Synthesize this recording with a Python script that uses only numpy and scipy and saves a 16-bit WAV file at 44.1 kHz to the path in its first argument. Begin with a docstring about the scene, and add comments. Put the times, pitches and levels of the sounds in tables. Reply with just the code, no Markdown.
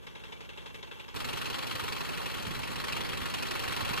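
"""A six-cylinder diesel tractor works a field far off: one hard knock ticks in each engine cycle over a
hollow chug, and a faint, thin hiss passes. At 1.14 s the scene changes to a tractor close by, hauling
a manure spreader, with two hard knocks a cycle and a whistling turbocharger that sinks and recovers.
Exhaust and a geared shaft drone under both. Wind rumbles throughout, and in the close scene thumps,
on a small stereo microphone whose two channels carry the engine's bass in opposite polarity."""
import sys
import numpy as np
from scipy import signal
from scipy.fft import rfft, irfft
from scipy.io import wavfile

SR = 44100
rng = np.random.default_rng(int(sys.argv[2]) if len(sys.argv) > 2 else 0)


def bounce(signal):
    """Save signal as a 16-bit WAV file at the path given by the first command-line argument."""
    frames = np.transpose(np.atleast_2d(signal))
    limited = np.clip(frames, -1, 1)
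    pcm = np.round(limited * 32767).astype(np.int16)
    wavfile.write(sys.argv[1], SR, pcm)


N = 176400
T = np.arange(N) / SR
HZ = np.maximum(np.arange(N // 2 + 1) * SR / N, 1)
SCENE_CHANGE_S = 1.143
FAR_FIRING_S, NEAR_FIRING_S = 0.0665, 1.0725  # one firing of each engine's lead cylinder

# engine speed (time [s], speed [rpm])
FAR_RPM = [(0, 1420.5), (1.14, 1420.5)]
NEAR_RPM = [(1.14, 1416), (1.9, 1419), (2.2, 1440), (3.2, 1444), (3.45, 1415), (4, 1412)]


def near_tractor():
    """Close by, two cylinders half a cycle apart hammer and the other four fill in."""
    # knock strength in firing order (level [dB])
    cylinders_db = [2, -7, -4.5, 2, -4.5, -9]
    # extra punch (time [s], lead cylinder [dB], opposite cylinder [dB])
    accents = [(1.15, .5, 0.5), (1.42, 0.5, 1.5), (1.6, 0, 0), (1.85, .5, 2), (2.0, 1, -1.5),
               (2.15, -1.5, -4), (2.3, -.5, -3), (2.42, -2, -0.5), (2.65, -1.5, -1), (2.87, .5, 1),
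               (3.15, .5, -0.5), (3.33, 2.5, -3.5), (3.5, 1.5, -1), (3.68, -.5, 0), (4, -1.5, 1)]
    # ringing panels and castings (frequency [Hz], width [Hz], lift [dB])
    modes = [(1102, 46, 5), (1430, 28, 0.5), (1835, 42, 2.5), (1985, 34, 4), (2466, 48, 2.5),
             (2694, 120, 1), (4050, 110, 2.5), (4330, 113, 4.5), (4560, 96, -1), (6960, 94, 3),
             (7680, 105, 6), (8900, 140, 5), (9700, 180, 2.5), (11550, 180, 2)]
    # engine colour in each channel (frequency [Hz], gain [dB])
    left_eq = [(220, -2.5), (260, -1.5), (430, -10), (540, 1), (700, -2), (790, -0.5), (890, 2.5),
               (1010, -5.5), (1470, 0.5), (2100, -7), (2290, 0.5), (2500, -7), (2690, -2), (3450, 0.5),
               (3700, -7), (4040, -5), (4910, -13), (5660, -16), (7660, -20), (10540, -23), (12590, -24),
               (13270, -26), (14510, -29), (15300, -26)]
    right_eq = [(220, -0.5), (390, 2.5), (540, -8), (690, -1), (880, 3), (1110, -1.4), (1300, -1.5),
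                (1580, -8), (1850, -1), (2370, -6.5), (2690, 1), (3210, -19), (3570, -15.5), (3900, -4),
                (4260, -10), (4740, -10.5), (5270, -10.5), (5660, -15), (6410, -18.5), (7790, -17.5),
                (10170, -20), (11520, -17.5), (13510, -22), (15300, -30.0)]
    # lead of the left channel over the inverted right (frequency [Hz], phase [rad])
    phase_lead = [(200, 0.092), (350, 0.35), (470, 2), (580, 0.33), (900, 0.8), (1300, 2.2), (1750, 1.66),
                  (2450, 3.5), (3400, 5.7), (3900, 8.5), (5000, 10.9), (16000, 40.5)]
    # engine fader (time [s], level [dB])
    fader = [(1.14, -38.5), (1.5, -37.5), (1.85, -37), (2.2, -37.5), (2.75, -38.5), (2.92, -36.5),
             (3.15, -37.5), (3.5, -36), (3.85, -34.5), (4, -35)]
    hammer = knocks(NEAR_RPM, NEAR_FIRING_S, cylinders_db, accents, attack_s=0.005, hold_s=0.0063,
                    decay_s=0.0072, scatter_db=0.5, jitter_s=0.0004, alike=0.72, grit_db=1)
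    hammer = tilt(hammer, low_db=-2.5, mid_db=0, high_db=-0.5)
    bed = tilt(roar(flutter_db=0.7), low_db=0.5, mid_db=-10.5, high_db=-6)
    engine = panel_ring(hammer + bed, modes)
    return mic_ports(engine, left_eq, right_eq, phase_lead, low_cut_hz=100) * undb(curve(fader, T))


def far_tractor():
    """From afar, one cylinder's knock stands out as a tick over a hollow chug."""
    # knock and boom strength in firing order (level [dB])
    cylinders_db = [0, -8, -12, -9.5, -18, -22]
    booms_db = [-1, -15, -14, -6, -15, -16]
    # extra punch (time [s], lead cylinder [dB], opposite cylinder [dB])
    accents = [(0, -1.5, -0.5), (1.14, .5, 1.5)]
    # ringing panels and castings (frequency [Hz], width [Hz], lift [dB])
    modes = [(468, 28, 2.1), (910, 36, 4.3), (1053, 29, 4), (2300, 39, 7.8), (2710, 36, 5.2),
             (3200, 48, 5.3), (3345, 44, 4.1), (3490, 45, 4.8)]
    # engine colour in each channel (frequency [Hz], gain [dB])
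    left_eq = [(220, -4.5), (300, -7.5), (370, -8.5), (560, -0.9), (980, -7.5), (1150, -2.5), (1470, -5.5),
               (2690, -7.5), (2990, -9.5), (3450, -3), (4190, -14), (5470, -23.5), (6760, -23), (9640, -31),
               (11930, -31), (13040, -41), (14250, -45), (15300, -43.5)]
    right_eq = [(220, -2), (400, 0.5), (520, -10.5), (650, -2), (890, -0.5), (1150, -14), (1390, -4.5),
                (1760, -16), (2020, -2.5), (2460, -12), (2640, -4.5), (3270, -8.5), (3570, -20),
                (4740, -17.5), (5270, -16.5), (11930, -33), (13040, -27), (15300, -43.2)]
    # lead of the left channel over the inverted right (frequency [Hz], phase [rad])
    phase_lead = [(200, .1), (330, 0.37), (450, 1.84), (560, 0.12), (750, 0.17), (1030, 1.9), (1300, 0.64),
                  (1650, 1.9), (1900, 0.34), (2600, 1.6), (3400, 4.3), (3900, 10.5), (5200, 12.9),
                  (16000, 36.7)]
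    # engine fader (time [s], level [dB])
    fader = [(0, -47), (.4, -47.5), (.75, -46.5), (1.14, -47.5)]
    ticks = knocks(FAR_RPM, FAR_FIRING_S, cylinders_db, accents, attack_s=0.0023, hold_s=0.0088,
                   decay_s=0.0067, scatter_db=0.4, jitter_s=0.0002, alike=0.55, grit_db=2)
    ticks = tilt(ticks, low_db=-3, mid_db=2, high_db=-2)
    bed = tilt(roar(flutter_db=1.5), low_db=-1, mid_db=-7.5, high_db=-0.5)
    chug = undb(-16.5) * casing_boom(FAR_RPM, FAR_FIRING_S, booms_db)
    engine = panel_ring(ticks + bed + chug, modes)
    return mic_ports(engine, left_eq, right_eq, phase_lead, low_cut_hz=240) * undb(curve(fader, T))


def knocks(rpm, firing_s, cylinders_db, accents, attack_s, hold_s, decay_s,
           scatter_db, jitter_s, alike, grit_db):
    """Each firing sets off a dense rattle, partly the same whenever that cylinder fires; three strands."""
    count = len(cylinders_db)
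    clock = np.arange(-SR // 2, N) / SR  # half a second of pre-roll
    firings = np.cumsum(curve(rpm, clock)) * count / 120 / SR
    starts = np.interp(np.arange(300), firings - np.interp(firing_s, clock, firings), clock)
    age = np.arange(SR // 16) / SR
    envelope = np.minimum(age / attack_s, 1) * np.exp(-np.maximum(age - attack_s - hold_s, 0) / decay_s)
    signatures = rng.standard_normal((count, 3, len(age)))
    track = np.zeros((3, len(clock) + len(age)))
    for k, start in enumerate(starts):
        cylinder = k % count
        force, lag = rng.standard_normal(2)
        fresh = rng.standard_normal((3, len(age)))
        rattle = np.sqrt(alike) * signatures[cylinder] + np.sqrt(1 - alike) * fresh
        accent_db = {0: curve(accents, start), count // 2: curve(accents, start, column=2)}
        gain = undb(cylinders_db[cylinder] + accent_db.get(cylinder, 0) + scatter_db * force)
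        at = int((start + jitter_s * lag - clock[0]) * SR)
        if 0 <= at < len(clock):
            track[:, at:at + len(age)] += recolour(rattle) * envelope * gain
    return unit(track[:, len(clock) - N:len(clock)] * undb(grit_db * wander(950)))


def recolour(rattle, ripple_db=2.5, bands=60):
    """Every knock excites the engine's resonances a little differently."""
    spectrum = rfft(rattle)
    bins = np.linspace(0, 1, spectrum.shape[1])
    ripple = np.interp(bins, np.linspace(0, 1, bands), rng.standard_normal(bands))
    return irfft(spectrum * undb(ripple_db * ripple), rattle.shape[1])


def panel_ring(strands, modes):
    """Panels and castings ring on at their own pitches after each impact."""
    response = 1 + sum((undb(db) - 1) * resonance(hz, width) for hz, width, db in modes)
    return irfft(rfft(strands) * response, N)


def casing_boom(rpm, firing_s, cylinders_db):
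    """Every firing thumps the casing, which swells and rings low, alike in each cycle."""
    # casing resonances (frequency [Hz], width [Hz], gain [dB])
    modes = [(383, 60, -1), (453.4, 59, 0), (543, 52, -4)]
    count = len(cylinders_db)
    firing = np.floor(engine_cycles(rpm, firing_s) * count).astype(int)
    pulses = np.diff(firing, prepend=firing[0]) * undb(cylinders_db)[firing % count]
    response = sum(undb(db) * resonance(hz, width) ** 2 for hz, width, db in modes)  # squared: soft onset
    return unit(irfft(rfft(pulses) * response, N))


def roar(flutter_db):
    """A noise bed of fan, gears and spreader between the knocks; three strands."""
    return rng.standard_normal((3, N)) * undb(flutter_db * wander(25))


def drone(is_near, waver_db=1.5, shaft_turns_per_cycle=4.693):
    """Exhaust and a geared shaft hum in step with the engine, in opposite polarity left and right."""
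    # exhaust partials (multiple of the cycle rate, far level [dB], near level [dB])
    partials = [(3, -67, -67), (4, -65, -65), (5, -70, -67), (6, -64, -55), (8, -62, -53), (11, -65, -52),
                (12, -64, -53.5), (13, -69, -55), (15, -71, -66), (18, -63, -61), (19, -66, -55),
                (20, -70, -56), (21, -63, -56), (22, -71, -59), (27, -68, -62)]
    # shaft hum (time [s], first harmonic [dB], second harmonic [dB], third harmonic [dB])
    hum = [(0, -56, -58, -56), (.7, -53, -58, -56), (1.135, -57, -57, -59), (1.15, -48, -47, -59),
           (1.48, -53, -51, -59), (1.68, -55, -44, -60), (1.9, -51, -49, -48), (2.2, -46, -52, -45),
           (2.55, -48, -46, -64), (2.95, -49, -48, -45), (3.3, -46, -48, -45), (3.65, -51, -45, -64),
           (4, -47, -43, -47)]
    cycles = np.where(is_near, engine_cycles(NEAR_RPM, NEAR_FIRING_S),
                      engine_cycles(FAR_RPM, FAR_FIRING_S))

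    def tone(multiple, db):
        return np.sqrt(2) * undb(db) * np.sin(2 * np.pi * (multiple * cycles + rng.random()))

    exhaust = sum(tone(multiple, np.where(is_near, near_db, far_db) + waver_db * wander(3))
                  for multiple, far_db, near_db in partials)
    shaft = sum(tone(k * shaft_turns_per_cycle, curve(hum, T, column=k)) for k in (1, 2, 3))
    return (exhaust + shaft) * pan(right_db=1) * np.array([[1], [-1]])


def turbo(wobble_hz=60, width_hz=90):
    """A rough, wobbling whistle from the compressor blades; it sinks and fades as the load eases."""
    # whistle pitch (time [s], frequency [Hz])
    pitch = [(0, 12640), (.2, 12600), (.5, 12930), (.8, 12960), (1.135, 13100), (1.15, 13400),
             (1.45, 13570), (1.9, 13470), (2.38, 13310), (2.6, 12980), (2.9, 12900), (3.3, 13070),
             (3.62, 13340), (4, 13410)]
    # whistle fader (time [s], level [dB])
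    fader = [(0, -78), (.7, -78), (1.135, -72), (1.15, -63), (1.5, -63), (2.3, -61.5), (2.5, -72),
             (2.65, -69), (2.9, -71), (3.3, -69), (3.65, -60), (4, -59.5)]
    blade_hz = curve(pitch, T) + wobble_hz * wander(35)
    blades = np.exp(2j * np.pi * np.cumsum(blade_hz) / SR)
    roughness = [wander(width_hz) + 1j * wander(width_hz) for _ in range(2)]
    whistle = np.array([unit((blades * side).real) for side in roughness])
    return whistle * undb(curve(fader, T)) * pan(right_db=2)


def buffets(half_length_s=0.011, left_db=-21.5):
    """Single eddies thump on the microphone, much harder on the right."""
    # thumps (time [s], level at the crest [dB])
    hits = [(1.153, -43.5), (1.265, -43), (1.346, -42), (1.753, -37), (1.837, -38), (2.402, -43),
            (2.477, -33.5), (2.514, -36), (2.589, -39), (2.71, -39), (2.771, -41.5), (2.933, -41.5),
            (3.006, -39.5), (3.141, -38), (3.228, -36.5), (3.688, -41), (3.832, -35), (3.91, -34),
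            (3.995, -39)]
    # thump colour (frequency [Hz], gain [dB])
    eq = [(20, -22), (50, -8.5), (100, 3), (170, -4), (270, -7.5), (450, -16), (1000, -45)]
    air = equalise(rng.standard_normal(N), eq)
    thumps = np.zeros(N)
    for at, db in hits:
        swell = np.exp(-((T - at) / half_length_s) ** 2)
        thumps += undb(db) * unit(air * swell) * np.sqrt(np.mean(swell ** 2))
    return thumps * np.array([[undb(left_db)], [1]])


def wind(flutter_db=2, flutter_hz=45):
    """Gusts rumble at each microphone port on its own."""
    # rumble colour (frequency [Hz], gain [dB])
    eq = [(15, -4), (30, -9.5), (55, -2), (105, -1), (170, -3.5), (260, -6), (450, -26), (1000, -49)]
    # wind fader (time [s], level [dB])
    fader = [(0, -63), (.3, -67.5), (.75, -62), (1.0, -69), (1.12, -68), (1.16, -54), (1.35, -53.5),
             (1.65, -56), (2.0, -56.5), (2.3, -58.5), (2.45, -49), (2.6, -50.5), (3.15, -52), (3.45, -54),
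             (3.88, -50), (4, -50)]
    eddies = rng.standard_normal((2, N)) * undb(flutter_db * wander(flutter_hz))
    return unit(equalise(eddies, eq)) * undb(curve(fader, T))


def brief_hiss(at_s=0.755, half_length_s=0.027, level_db=-64):
    """A faint, thin, high hiss swells and fades briefly."""
    # hiss colour (frequency [Hz], gain [dB])
    eq = [(3000, -25), (7000, 0), (12000, 1), (15000, -6)]
    hiss = unit(equalise(rng.standard_normal((2, N)), eq))
    return hiss * undb(level_db) * np.exp(-((T - at_s) / half_length_s) ** 2)


def mic_ports(strands, left_eq, right_eq, phase_lead, low_cut_hz):
    """One strand reaches both ports, the left first; the other two are scattered sound, one a port."""
    # likeness of the channels (frequency [Hz], coherence [0-1])
    likeness = [(300, 0.96), (650, 0.98), (900, 0.97), (1500, 0.73), (4300, 0.84), (8000, 0.23),
                (15000, 0.25)]
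    direct, *scattered = rfft(strands)
    coherence = over_frequency(likeness)
    half_lead = np.exp(0.5j * curve(phase_lead, HZ))
    direct_pair = direct * np.array([half_lead, -half_lead.conj()])  # right channel inverted
    pair = np.sqrt(coherence) * direct_pair + np.sqrt(1 - coherence) * np.array(scattered)
    colour = undb([over_frequency(left_eq), over_frequency(right_eq)])
    low_cut = 1 / np.hypot(1, (low_cut_hz / HZ) ** 2)
    return unit(irfft(pair * colour * low_cut, N))


def engine_cycles(rpm, firing_s):
    """Engine cycles, two crank turns each, counted from a firing of the lead cylinder."""
    cycles = np.cumsum(curve(rpm, T)) / 120 / SR
    return cycles - np.interp(firing_s, T, cycles)


def resonance(hz, width_hz):
    """Band-pass response of one ringing mode."""
    return 1 / (1 + 1j * hz / width_hz * (HZ / hz - hz / HZ))


def tilt(sound, low_db, mid_db, high_db):
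    """Three-band EQ: bass, mids and treble."""
    return equalise(sound, [(700, low_db), (3000, mid_db), (10000, high_db)])


def equalise(sound, eq):
    """Shape a sound with an EQ curve of (frequency [Hz], gain [dB])."""
    return irfft(rfft(sound) * undb(over_frequency(eq)), N)


def pan(right_db):
    """Stereo gains that put the right channel this far above the left."""
    return undb([[-right_db / 2], [right_db / 2]])


def wander(rate_hz):
    """Smooth random modulation at rms 1."""
    return unit(irfft(rfft(rng.standard_normal(N)) * np.exp(-(HZ / rate_hz) ** 2), N))


def curve(table, at, column=1):
    """A column of a table, joined by straight lines."""
    rows = np.array(table, float)
    return np.interp(at, rows[:, 0], rows[:, column])


def over_frequency(table):
    """A table of (frequency [Hz], value), joined on a log-frequency axis."""
    rows = np.array(table, float)
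    return np.interp(np.log(HZ), np.log(rows[:, 0]), rows[:, 1])


def undb(db):
    """Decibels to gain."""
    return 10 ** (np.asarray(db) / 20)


def unit(x):
    """Scale to rms 1."""
    return x / np.sqrt(np.mean(np.abs(x) ** 2))


def scene():
    """The far tractor switches to the near one; drone, whistle and wind run through both."""
    is_near = T >= SCENE_CHANGE_S
    tractor = np.where(is_near, near_tractor(), far_tractor())
    return tractor + drone(is_near) + turbo() + wind() + buffets() + brief_hiss()


def record(dry):
    """A steep low-pass takes off the air above 15.4 kHz."""
    return signal.sosfilt(signal.ellip(8, 0.2, 70, 15400, fs=SR, output="sos"), dry)


dry = scene()
out = record(dry)
bounce(out)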